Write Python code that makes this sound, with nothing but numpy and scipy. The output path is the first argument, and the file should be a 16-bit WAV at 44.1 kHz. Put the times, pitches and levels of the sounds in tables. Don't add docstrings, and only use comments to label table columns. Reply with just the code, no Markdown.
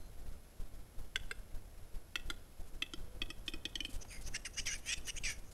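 import sys
import numpy as np
from scipy import signal
from scipy.fft import rfft, irfft, next_fast_len
from scipy.io import wavfile
from scipy.ndimage import uniform_filter1d

SR = 44100
rng = np.random.default_rng(int(sys.argv[2]) if len(sys.argv) > 2 else 0)


def generate_wav(signal):
    frames = np.transpose(np.atleast_2d(signal))
    scaled = np.clip(frames, -1, 1) * 32767
    pcm = np.round(scaled).astype(np.int16)
    wavfile.write(sys.argv[1], SR, pcm)


def nominal_scale(level):
    x = np.asarray(level, float) / 20
    return 10 ** x


N = 243873

# ([t/s, peak level/dB, air-
# sac pop level/dB], windpipe modes [f/Hz, level/dB, t60/s])
CLICKS = [
    ([(1.1578, -22, -55)], [(1540, -3, 0.049), (2080, 4, 0.018), (2690, -3.5, 0.029), (2920, -3, 0.026), (3383, 0, 0.031), (3630, -9, 0.027), (4200, -20, .025), (4620, -15, 0.039), (5320, -19, 0.045), (5800, -18, 0.045), (6200, -12, 0.044), (7420, -11, 0.029), (8330, -9.5, 0.017), (10700, -19, 0.031)]),
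    ([(1.3109, -30.5, -53)], [(1384, -7, 0.04), (1590, 3.5, 0.02), (2090, -5.5, 0.033), (2670, -11.5, 0.066), (3256, -19, .03), (3490, -12, 0.066), (4100, -12, 0.027), (4920, -18, 0.087), (7620, -14, 0.023), (8370, -11, 0.026), (8800, -16, 0.041)]),
          ([(2.1555, -26, -56.5)], [(1440, -7.5, 0.035), (1956, -3, 0.025), (2140, -4.5, 0.028), (2625, -1.5, 0.036), (3233, -3.5, 0.03), (3470, -5, 0.027), (4400, -17, 0.044), (5103, -19, 0.046), (5850, -17.5, 0.059), (7500, -14, 0.023), (9000, -24, 0.01)]),
    ([(2.3002, -28.5, -49)], [(810, -21, 0.4), (1403, -8.5, 0.084), (2073, -17, 0.08), (1690, -19, 0.043), (3180, -12, 0.044), (3380, -6.5, 0.027), (4050, -13.5, 0.046), (4810, -18.5, 0.084), (6060, -21, 0.029), (6700, -24, 0.036), (7660, -6, 0.0083), (8900, -25, 0.024)]),
          ([(2.8215, -26.5, -52)], [(1305, -9.5, 0.024), (2020, -6.5, 0.041), (2635, -0.5, 0.04), (3190, 2.5, 0.034), (3410, 0, 0.035), (3960, -9.5, 0.037), (4700, -13, 0.02), (5670, -22, 0.034), (6000, -10, 0.024), (7400, -10, 0.016), (8403, -17, 0.022), (9860, -24, 0.058)]),
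    ([(2.9352, -35, -48.5)], [(1375, -4, 0.029), (1959, -10, .05), (3120, -2.5, 0.059), (3320, -2, 0.054), (3850, -12, 0.061), (4680, -9, 0.079), (5290, -8.5, 0.076), (6400, 0, 0.015), (7430, -6, 0.014), (8650, -12, 0.027), (9878, -14, 0.032)]),
          ([(3.2166, -27.5, -49.5)], [(1200, -14.5, 0.09), (1950, -4.5, 0.047), (2567, 0, 0.069), (3160, 4.5, .03), (3380, 4.5, 0.039), (3590, 0, 0.037), (4554, -6.5, 0.087), (5400, -15, 0.045), (5980, -17, 0.045), (6750, -22, 0.033), (8403, -24, 0.057)]),
    ([(3.4795, -29, -50.5)], [(1168, -15.5, 0.074), (1910, -6.5, 0.046), (2540, 0, 0.057), (3100, 2, 0.04), (3225, 3.5, 0.042), (3510, 4, 0.062), (3730, -5, .02), (4530, -10, 0.045), (5370, -4, 0.035), (6300, -10.5, 0.04), (8403, -16, 0.057)]),
    ([(3.3019, -37.5, -53.5)], [(1248, -10.5, .08), (1940, -6.5, 0.046), (2574, -4, 0.08), (3150, -3, 0.043), (3350, -2.5, 0.06), (4530, -15, 0.064), (5310, -7, 0.057), (5970, -14, 0.07), (7950, -4.5, 0.017), (8630, -10, 0.039)]),
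    ([(3.5359, -36.5, -47.5)], [(1300, -12, .05), (1940, -10, 0.055), (2510, 1.5, 0.094), (3100, -5, 0.043), (3250, -5, 0.05), (4532, -13, 0.064), (5071, -15, .04), (5300, -7, 0.072), (7840, -6, 0.018), (8600, -15, 0.039)]),
          ([(3.6526, -28, -50)], [(1900, -8.5, 0.045), (2527, 0, 0.086), (3130, 2, 0.043), (3360, 4, 0.048), (3530, 3, 0.033), (4478, -8, 0.045), (5200, -11, 0.055), (5630, -4.5, 0.031), (5787, -11, .034), (6298, -6, 0.025), (8000, -5.5, 0.022), (9600, -28, 0.014)]),
    ([(3.7544, -29, -53.5)], [(1890, -6.5, 0.038), (2470, -4, 0.02), (3034, 5, 0.048), (3270, 6.5, 0.047), (3540, -7, .025), (4310, -3, 0.04), (4510, -8, .04), (5474, -7, 0.04), (5850, -10, 0.03), (6174, -3, 0.038), (7860, -5, 0.022), (8500, -14, 0.02)]),
    ([(3.8038, -30, -51)], [(1770, -13, 0.03), (2440, -3.5, 0.088), (3030, 4, 0.076), (3260, -4, .03), (4400, -10, 0.03), (5370, -7, 0.034), (6080, -6, 0.028), (8140, -10, 0.023), (9249, -24, 0.034)]),
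    ([(3.8487, -31.5, -53.5)], [(1766, -13, 0.023), (2524, 0, 0.08), (2950, -2, 0.045), (3125, 2.5, 0.055), (4360, -8, 0.07), (5200, -6, 0.044), (6070, -13, 0.025), (8020, -10, 0.023), (9249, -25, 0.034)]),
]
# [t/s, f/Hz]
SAC_PITCH = [(1.158, 396), (1.4, 457), (2.1, 324), (3.6, 311), (3.9, 283)]
# [t/s, level/dB]
CORK_POP = (3.887, -43)
# [t/s, level/dB]
GULPS = [
    (2.283, -52),
    (2.752, -53),
    (3.158, -56),
    (3.286, -48),
]
# [f/Hz, level/dB per Hz]
CHEST = [(120, -30), (250, 5), (450, -1), (900, -12), (1400, -40)]

# [t/s, length/s, level/dB, leading resonance from f/Hz, to f/Hz]
OPENING = [
    (4.329, 0.037, -40.5, 1402, 2650),
]
SWEEPING = [
    (4.834, .107, -37.5, 2134, 2640),
]
FLICKING = [
    (5.06, 0.044, -42.5, 950, 2608),
]
LIFTING = [
    (4.558, 0.044, -39.5, 1446, 2667),
]
CREEPING = [
    (4.675, 0.068, -43, 1760, 2400),
]
CLOSING = [
    (4.452, 0.038, -43.5, 2711, 1405),
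]
DROPPING = [
    (4.658, 0.0274, -43.5, 3399, 2603),
    (4.667, 0.0578, -38.5, 2720, 1900),
]
SETTLING = [
    (5.238, .04, -43.5, 2753, 2509),
    (5.251, 0.12, -40.5, 2597, 2201),
]
HUSHED = [
    (4.108, .13, -54, 2552, 2080),
]
MUTED = [
    (4.748, 0.034, -49, 2444, 2132),
    (4.978, 0.02, -54.5, 2615, 2400),
]
TWITCHING = [
    (5.148, 0.037, -46, 1793, 3150),
]
WHEEZING = [
    (4.0, 0.03, -48.5, 5960, 6000),
    (4.07, 0.031, -56, 6500, 6530),
    (4.22, .035, -58, 4900, 5170),
    (4.248, 0.037, -46, 5300, 6220),
    (4.522, 0.032, -54, 5800, 6300),
    (4.59, 0.0299, -50, 5610, 6300),
    (5.035, 0.04, -51, 5764, 6400),
    (5.4, 0.1, -67.5, 6500, 6750),
]
# [low level/dB, partner against low/dB, upper strand against low/dB, middle level/dB, high level/dB]
BALANCES = [(0.5, 0, -17, -0.5, -6), (-1, -2.5, -2, -2.5, -6), (0, 7.5, -29, -1.5, -4.5),
            (-1, 3.5, -15, 1.5, -7.5), (-0.5, 2, -16, 2.5, -8.5), (-0.5, 0, -30, -4, -1),
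            (-1.5, -7, -13, 0.5, -13), (-1, -7.5, -15, -0.5, -8), (3, -30, -26, -2, -3),
            (-1, -18, -22, -1.5, -1), (-14.5, -6, -14, 1, -11.5), (0, -14, -29, 2, -5)]
PATHS = [(6370, 5250, 9200, 7700), (6500, 5400, 9600, 7050), (6500, 5500, 9700, 8400),
         (6180, 5400, 9100, 7900), (6300, 5900, 9700, 8400), (5380, 5800, 8000, 9700),
         (5485, 6100, 7700, 7900), (5000, 5900, 7730, 10000), (4850, 4900, 9060, 9600),
         (5020, 5300, 8300, 11000), (2400, 2700, 12000, 7700), (6202, 7100, 8910, 8260)]
# [partner from f/Hz, to f/Hz, under from f/Hz, to f/Hz]
STRANDS = [(2650, 2820, 1550, 1800), (2380, 3060, 1700, 2000), (2902, 2900, 900, 2000),
           (2720, 2980, 1000, 2000), (2950, 2800, 1500, 1700), (2905, 2600, 2100, 1000),
           (3240, 2800, 2200, 1550), (3051, 2800, 2450, 1650), (2943, 2850, 2200, 1638),
           (2855, 2850, 1850, 1650), (2901, 2950, 1800, 2000), (2596, 2900, 1500, 2450)]
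UNDER_DB = [-3, -6.5, -9, -11, -2, -4, -6, -4.5, -27, -12, -5.5, -9]
# [t/s, half length/s, level/dB]
CATCHES = [
    (4.9172, .0011, -9),
]
# low, partner, middle, high [width/Hz]
WIDTHS_HZ = (110, 130, 850, 330)
# [f/Hz, width/Hz, level/dB]
PIPE = [(4900, 86, -1), (5430, 61, -9), (6130, 36, 2), (6400, 96, 7), (4300, 300, -1.5), (7200, 300, -1)]
# [f/Hz, width/Hz, level/dB]
HUSHED_MODES = [(4900, 160, -4), (6500, 190, -3)]
HUSHED_SPAN_S = (4.085, 4.2)
# [f/Hz, level/dB]
TOP_MODES = [(4950, -7), (5850, -1), (6430, -4)]

# [t/s, length/s, level/dB]
STEPS = [(2.672, 0.02, -65), (3.461, 0.012, -60.5), (3.478, 0.022, -56.5), (3.689, .015, -66),
         (3.846, 0.025, -58), (3.896, 0.021, -56.5), (3.93, 0.0059, -54), (3.94, 0.025, -55),
         (4.023, 0.0038, -58), (4.107, .004, -62), (4.124, .006, -52), (4.145, .006, -61),
         (4.976, .012, -63), (5.385, 0.013, -61), (4.212, 0.016, -54.5), (4.275, 0.0058, -48.5),
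         (4.661, 0.016, -46.5), (4.778, 0.02, -56), (4.86, 0.019, -50.5), (4.93, 0.0087, -51),
         (5.071, 0.019, -46.5), (5.3, 0.026, -51.5), (5.513, .015, -59.5)]
# [f/Hz, level/dB per Hz]
CRUNCH = [(300, -9), (1000, -10), (3000, -3), (6000, -0.5), (9000, 2), (13000, -5.5), (16000, -0.5)]
# [t/s, level/dB]
THUDS = [
    (2.75, -59),
    (4.013, -57.5),
    (4.048, -51.5),
    (4.283, -49),
]

# [t/s, level/dB]
ECHOES = [
    (0.015, -24.5),
    (.04, -23.5),
    (.075, -31),
]
# [f/Hz, t60/s]
FOREST = [(1000, 0.45), (3000, 0.71), (6000, 0.44), (12000, 0.96)]
# [f/Hz, level/dB]
FOLIAGE = [(1500, 0), (3500, -0.5), (4600, -1), (7000, -1.5), (12000, 4)]
# [f/Hz, level/dB]
MIC = [(200, 5.5), (9000, 0), (12000, 1), (15000, -16), (17000, -48)]

# [t/s, depth level/dB, length/s]
LOAD_CYCLE = [(-.05, -31, 0.022), (0.187, -38, 0.033), (0.263, -31.5, 0.026), (0.346, -48, 0.018),
              (0.603, -32, 0.022), (0.742, -38, 0.024), (0.986, -32.5, 0.03), (1.155, -36.5, 0.024),
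              (1.217, -32, .033), (1.387, -37, 0.017), (1.546, -31.5, 0.024), (1.779, -38.5, .018)]
LOAD_CHANGE_DB = [
    [.1, .1, .1, .1, 1.5, .1, 1.8, .1, .1, 0.11, .1, .1],
    [.1, 0.093, .1, .1, 0.69, .1, .1, .1, .1, .1, -3, .1],
    [.1, .1, .1, .1, -1.5, .1, -1, .1, .1, .1, .1, .1],
]
# [f/Hz, level/dB per Hz]
RUMBLE = [(8.8, -71), (15, 14), (101, -1.5), (118, -7.5), (184, -9.5), (389, -14.5), (491, -14),
          (551, -16.5), (794, -23), (1500, -24.5), (1950, -35.5), (3300, -120)]
# [t/s, level/dB]
RUMBLE_LEVEL = [(0.0, -64.5), (0.57, -67), (0.98, -65.5), (1.09, -67), (1.45, -65.5), (2.11, -66.5),
                (2.34, -65), (2.57, -66), (3.74, -63), (4.1, -63.5), (5.17, -64), (5.53, -65)]
# [f/Hz, level/dB per Hz]
HISS = [(350, -33), (600, -3.5), (788, -6.5), (891, -11.5), (1150, -19), (1650, -12.5), (5320, -15.5),
        (9440, -17), (11400, -16.5), (15600, -23)]
# [f/Hz, level/dB]
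WHINE = [(11117, -88), (11203, -79), (11289, -79), (11375, -89)]
# [f/Hz, level/dB]
CIRCUIT_LINES = [(2169, -89.5), (5200, -89), (7084, -99)]
# [f/Hz, level/dB]
FAR_BIRD = [(4118, -73), (6282, -78)]
# [t/s, length/s, f/Hz, level/dB]
FAR_COO = (3, 0.28, 499.5, -66)


def unit(x):
    return x / np.sqrt(np.mean(x ** 2) + 1e-20)


def along(points, hz):
    f, v = np.transpose(points)
    return np.interp(np.log(hz + 1), np.log(f + 1), v)


def filtered(x, response):
    m = next_fast_len(N + SR // 2)
    return irfft(rfft(x, m) * response(np.fft.rfftfreq(m, 1 / SR)), m)[:N]


def noise(spectrum):
    return unit(filtered(rng.standard_normal(N), lambda hz: nominal_scale(along(spectrum, hz))))


def wander(shape, samples):
    return unit(uniform_filter1d(rng.standard_normal(shape), samples, axis=-1))


def add(track, s, sound):
    part = track[round(s * SR):][:len(sound)]
    part += sound[:len(part)]


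def tones():
    t = np.arange(N) / SR
    whine = sum(np.sqrt(2) * nominal_scale(db) * np.sin(2 * np.pi * (hz * t + rng.random())) for hz, db in WHINE)
    drift = 0.03 * np.cumsum(rng.standard_normal(N))
    lines = sum(nominal_scale(db + 5.5) * np.sin(2 * np.pi * hz * t + 0.89 * drift) for hz, db in CIRCUIT_LINES)
    s, length, hz, db = FAR_COO
    swell = np.sin(np.pi * np.clip((t - s) / length, 0, 1)) ** 0.5
    coo = np.nan_to_num(nominal_scale(db) * swell * np.sin(2 * np.pi * hz * t))
    fade = np.clip((0.1 - t) / 0.024, 0, 1)
    far_whistle = fade * sum(nominal_scale(db) * np.sin(2 * np.pi * hz * t + drift) for hz, db in FAR_BIRD)
    return whine + lines + coo + far_whistle


def supply_edge(u):
    return (1 - np.exp(-np.abs(u) / 0.0059)) * np.exp(-np.abs(u) / 0.022) * (u > 0)


def thumps():
    cycle_s = 1.9975
    t, out = np.arange(N) / SR, np.zeros(N)
    for k, changes in enumerate(LOAD_CHANGE_DB):
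        for (s, db, length), more_db in zip(LOAD_CYCLE, changes):
            u = t - s - k * cycle_s + 0.00408
            aftershock = supply_edge(u - length - 0.033) - 0.34 * supply_edge(u - length - 0.016)
            after = (0.5 + 0.21 * rng.standard_normal()) * aftershock
            out += nominal_scale(db + more_db + 3.0) * (0.86 * supply_edge(u - length) - supply_edge(u) + after)
    busy = uniform_filter1d(np.abs(out), 1500)
    rumble_db = np.interp(t, *np.transpose(RUMBLE_LEVEL)) + 10.5
    return out + nominal_scale(rumble_db) * (1 + busy / 0.016) * noise(RUMBLE)


def forest(x):
    hz, t, z = signal.stft(rng.standard_normal(SR // 2), SR, nperseg=256)
    tail = signal.istft(z * nominal_scale(-60 * t / along(FOREST, hz)[:, None]), SR, nperseg=256)[1]
    answer = nominal_scale(-20.0) * np.pad(tail, (500, 0)) / np.linalg.norm(tail)
    for s, db in ECHOES:
        smear = rng.standard_normal(SR // 20) * nominal_scale(-60 * np.arange(SR // 20) / SR / 0.008)
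        add(answer, s, nominal_scale(db) * smear / np.linalg.norm(smear))
    rustle = 0.25
    blur = (1 + rustle * wander(N, 150)) / np.hypot(1, rustle)
    far = filtered(signal.fftconvolve(x, answer)[:N] * blur, lambda hz: nominal_scale(along(FOLIAGE, hz)))
    bounce = nominal_scale(-18.5) * np.roll(x, round(0.0038 * SR))
    return x + bounce + far


def thuds():
    out, t = np.zeros(N), np.arange(SR // 20) / SR
    for s, db in THUDS:
        add(out, s, nominal_scale(db - 60 * t / 0.04) * (1 - np.exp(-t / 0.0013)) * rng.standard_normal(len(t)))
    return filtered(out, lambda hz: nominal_scale(13.5) / (1 + 1j * hz / 900) * (hz > 150))


def steps():
    t, level = np.arange(N) / SR, np.zeros(N)
    cracks = rng.standard_normal(N) * (1 + rng.exponential(1, N))
    grains = unit(filtered(cracks, lambda hz: nominal_scale(along(CRUNCH, hz))))
    for s, length, db in STEPS:
        inside = np.minimum(2.5 * (t - s), s + length - t)
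        level += nominal_scale(db) * np.clip(inside / 0.017 + 0.83, 0, 1) ** 2
    return grains * level


def opening_stroke(t, s, length):
    swell_share, swell_db, creep_db, cut_db_per_s = 0.5, 28.5, 4, 3201
    u = (t - s) / length
    rise_db = np.interp(u, [-2, 0, swell_share, 1], [-99, -swell_db - creep_db, -creep_db, 0])
    return rise_db - cut_db_per_s * np.maximum(t - s - length, 0), np.clip(u, 0, 1.3)


def closing_stroke(t, s, length, snap_db_per_s):
    hold_share, sag_db, fade_db, shut_s = 0.46, 3.5, 30, 0.021
    fall_db = np.interp((t - s) / length, [0, hold_share, 1, 3], [0, -sag_db, -sag_db - fade_db, -99])
    way = 1 - np.exp(-np.maximum(t - s, -shut_s / 5) / shut_s)
    return fall_db + snap_db_per_s * np.minimum(t - s, 0), way


def strokes(t):
    rest_hz = 2340
    levels, centres, kinds = [], [], []
    order = (OPENING, SWEEPING, FLICKING, LIFTING, CREEPING, CLOSING,
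             DROPPING, SETTLING, HUSHED, MUTED, WHEEZING, TWITCHING)
    for rows, balance, path, strand, under_db in zip(order, BALANCES, PATHS, STRANDS, UNDER_DB):
        middle_from, middle_to, high_from, high_to = path
        partner_from, partner_to, under_from, under_to = strand
        for s, length, db, start, end in rows:
            if rows in (HUSHED, MUTED):
                shape_db, way = closing_stroke(t, s, length, snap_db_per_s=1294)
            elif rows in (CLOSING, DROPPING, SETTLING):
                shape_db, way = closing_stroke(t, s, length, snap_db_per_s=4497)
            else:
                shape_db, way = opening_stroke(t, s, length)
            levels.append(nominal_scale(np.maximum(db + shape_db, -150)) ** 2)
            lead = start + (end - start) * way
            other = middle_from + (middle_to - middle_from) * way
            high = high_from + (high_to - high_from) * np.clip((t - s) / length, 0, 1.3)
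            partner = partner_from + (partner_to - partner_from) * way
            under = under_from + (under_to - under_from) * way
            low, middle = (other, lead) if rows is WHEEZING else (lead, other)
            centres.append((low, middle, high, partner, under))
            kinds.append((*balance, under_db))
    power = np.sum(levels, axis=0)
    share = np.array(levels) / power
    centres = (share[:, None] * centres).sum(0)
    low_db, partner_db, upper_db, middle_db, high_db, under_db = np.transpose(kinds) @ share
    wide_khz = (centres[0] - rest_hz) / 1000
    balance = np.array([low_db, middle_db - 5.5 * wide_khz, high_db + 0.5 * wide_khz])
    caught_db = sum(db * np.clip(2 - np.abs(t - s) / half, 0, 1) for s, half, db in CATCHES)
    return 10 * np.log10(power) + caught_db + balance, centres, partner_db, upper_db, under_db


def whistle(hz, db, t):
    drift_rad, wobble_db = 0.04, 2
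    now = np.arange(N) / SR
    hz = np.array([np.interp(now, t, row) for row in hz])
    db = np.array([np.interp(now, t, row) for row in db])
    turn = np.cumsum(2 * np.pi * hz / SR + drift_rad * rng.standard_normal(hz.shape), axis=1)
    wobble = wander(hz.shape, 300)
    sung = (nominal_scale(db + wobble_db * wobble) * np.sin(turn)).sum(0)
    return sung / np.sqrt((nominal_scale(db) ** 2).sum(0) / 2)


def scrapes():
    puffs = (rng.random(N) < 0.12) * rng.uniform(0.3, 1, N)
    source = unit(puffs - puffs.mean()) + 1.1 * rng.standard_normal(N)
    hz, t, z = signal.stft(source, SR, nperseg=512, noverlap=448)
    hz = hz[:, None]
    lit = uniform_filter1d(rng.standard_normal(z.shape), size=24, axis=1)
    lit = uniform_filter1d(lit, size=2, axis=0)
    z = z * nominal_scale(np.clip(hz / 1800, 0, 2) * unit(lit))

    def hump(centre, width):
        return 1 / (1 + ((hz - centre) / width) ** 2)

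    def sound(shape):
        level = np.sqrt(np.mean(shape ** 2, 0))
        return unit(signal.istft(z * shape / level, SR, nperseg=512, noverlap=448)[1][:N])

    def hushed(at):
        return (at > HUSHED_SPAN_S[0]) & (at < HUSHED_SPAN_S[1])

    now = np.arange(N) / SR
    shut = uniform_filter1d(1. * hushed(now), size=300)
    levels_db, centres, partner_db, upper_db, under_db = strokes(t)
    low_hz, middle_hz, high_hz, partner_hz, under_hz = centres
    upper_hz = partner_hz + 497
    low_width, partner_width, middle_width, high_width = WIDTHS_HZ

    low = hump(low_hz, low_width) + 0.3 * hump(low_hz, 1500) ** 2
    low = low + nominal_scale(partner_db) * hump(partner_hz, partner_width)
    low = low + nominal_scale(under_db) * hump(under_hz, low_width) + nominal_scale(upper_db) * hump(upper_hz, partner_width)
    low = sound(low * hump(0, 5300) ** 3 * (1 - hump(0, 850)) ** 2)
    locked = whistle([low_hz, partner_hz, under_hz, upper_hz], [0 * t, partner_db, under_db, upper_db], t)
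    low = unit(low + nominal_scale(3 - 9 * shut) * locked)
    octave = unit(filtered(low ** 2, lambda f: np.clip(f / 1000 - 3.6, 0.25, 1) * (f > 3200)))

    pipe = nominal_scale(sum(db * hump(centre, width) for centre, width, db in PIPE))
    under_high = hz < np.clip(high_hz - 1100, 6300, 7100)
    middle = hump(middle_hz, middle_width) * pipe * under_high * (1 - hump(0, 1900) ** 2) ** 4
    nearly_shut = sum(nominal_scale(db) * hump(centre, width) for centre, width, db in HUSHED_MODES)
    middle = sound(np.where(hushed(t), nearly_shut, middle))
    modes_hz = [middle_hz] + [centre + 70 * wander(len(t), 25) for centre, db in TOP_MODES]
    modes_db = [0 * t] + [db + 0 * t for centre, db in TOP_MODES]
    middle = unit(middle + nominal_scale(-3.0) * whistle(modes_hz, modes_db, t) * (1 - shut))

    gap = 1 - 0.7 * hump(high_hz - 900, 400)
    high = sound((hump(high_hz, high_width) + 0.15 * hump(high_hz + 1600, 1000)) * gap)

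    gains = nominal_scale([np.interp(now, t, db) for db in levels_db])
    size = np.sqrt((gains ** 2).sum(0))
    jet = (gains * [low + 0.14 * octave, middle, high]).sum(0) / size

    def push_colour(f):
        band = 1 / (1 + (2000 / (f + 1)) ** 6) / (1 + (f / 7500) ** 4)
        return band * (1 - 0.6 / (1 + ((f - 4000) / 500) ** 2))

    return size * (jet + 0.15 * filtered(jet ** 2, push_colour))


def pop(s, db, fall=-8.7, start=0.88):
    t = np.arange(SR // 20) / SR
    hz = start * np.interp(s, *np.transpose(SAC_PITCH))
    swell = (t / 0.007) ** 2 * np.exp(2 - 2 * t / 0.0059)
    return nominal_scale(db) * swell * np.sin(2 * np.pi * hz * t * (1 - fall * t))


def snap(modes, t):
    hz, level, t60 = np.transpose(modes)[:, :, None]
    held_s, held_after = 0.012, 0.16
    held = held_after + (1 - held_after) / (1 + (t / held_s) ** 5)
    level_luck, phase_luck = rng.standard_normal((2, len(modes), 1))
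    decay = nominal_scale(level + 0.62 * level_luck - 60 * t / np.clip(t60, 0.008, 0.08))
    ring = decay * np.sin(2 * np.pi * hz * t + 1.76 * phase_luck)
    flutter = 1 + 0.25 * wander((len(modes), len(t)), 60)
    crack = nominal_scale(-18.0 - 60 * t / 0.073) * rng.standard_normal(len(t))
    out = ((ring * flutter).sum(0) + crack) * held * (1 - np.exp(-t / 0.00016))
    return out / np.abs(out).max()


def clicks():
    dry, sac, t = np.zeros(N), np.zeros(N), np.arange(SR // 10) / SR
    chest = noise(CHEST)
    chest_db, chest_t60_s = -24, 0.059
    for rows, modes in CLICKS:
        for s, db, pop_db in rows:
            add(dry, s + 0.0005, nominal_scale(db + 1.5) * snap(modes, t))
            add(sac, s, pop(s, pop_db + 8.5))
            shake = nominal_scale(db + chest_db - 60 * t / chest_t60_s) * (1 - np.exp(-t / 0.0022))
            add(sac, s, shake * chest[round(s * SR):][:len(t)])
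    for s, db in GULPS:
        add(sac, s, pop(s, db))
    add(sac, CORK_POP[0], pop(*CORK_POP, fall=4.1, start=1))
    highpass = signal.butter(N=3, Wn=1150, btype="high", fs=SR, output="sos")
    return signal.sosfilt(highpass, dry), sac


def scene():
    dry, sac = clicks()
    bird = forest(dry + nominal_scale(-1.5) * scrapes() + steps())
    air = filtered(bird, lambda hz: nominal_scale(along(MIC, hz)))
    return (air + sac + thumps() + tones() + thuds())[None]


def roll_off(x):
    return signal.sosfilt(signal.butter(12, 15780, fs=SR, output="sos"), x)


def record(dry):
    size = np.sqrt(1 + np.abs(dry - 0.002) / 0.004)
    hissy = dry + nominal_scale(-70.0) * size * noise(HISS)
    mix = filtered(hissy[0], lambda hz: hz < 15760)[None]
    return roll_off(mix)


dry = scene()
out = record(dry)
generate_wav(out)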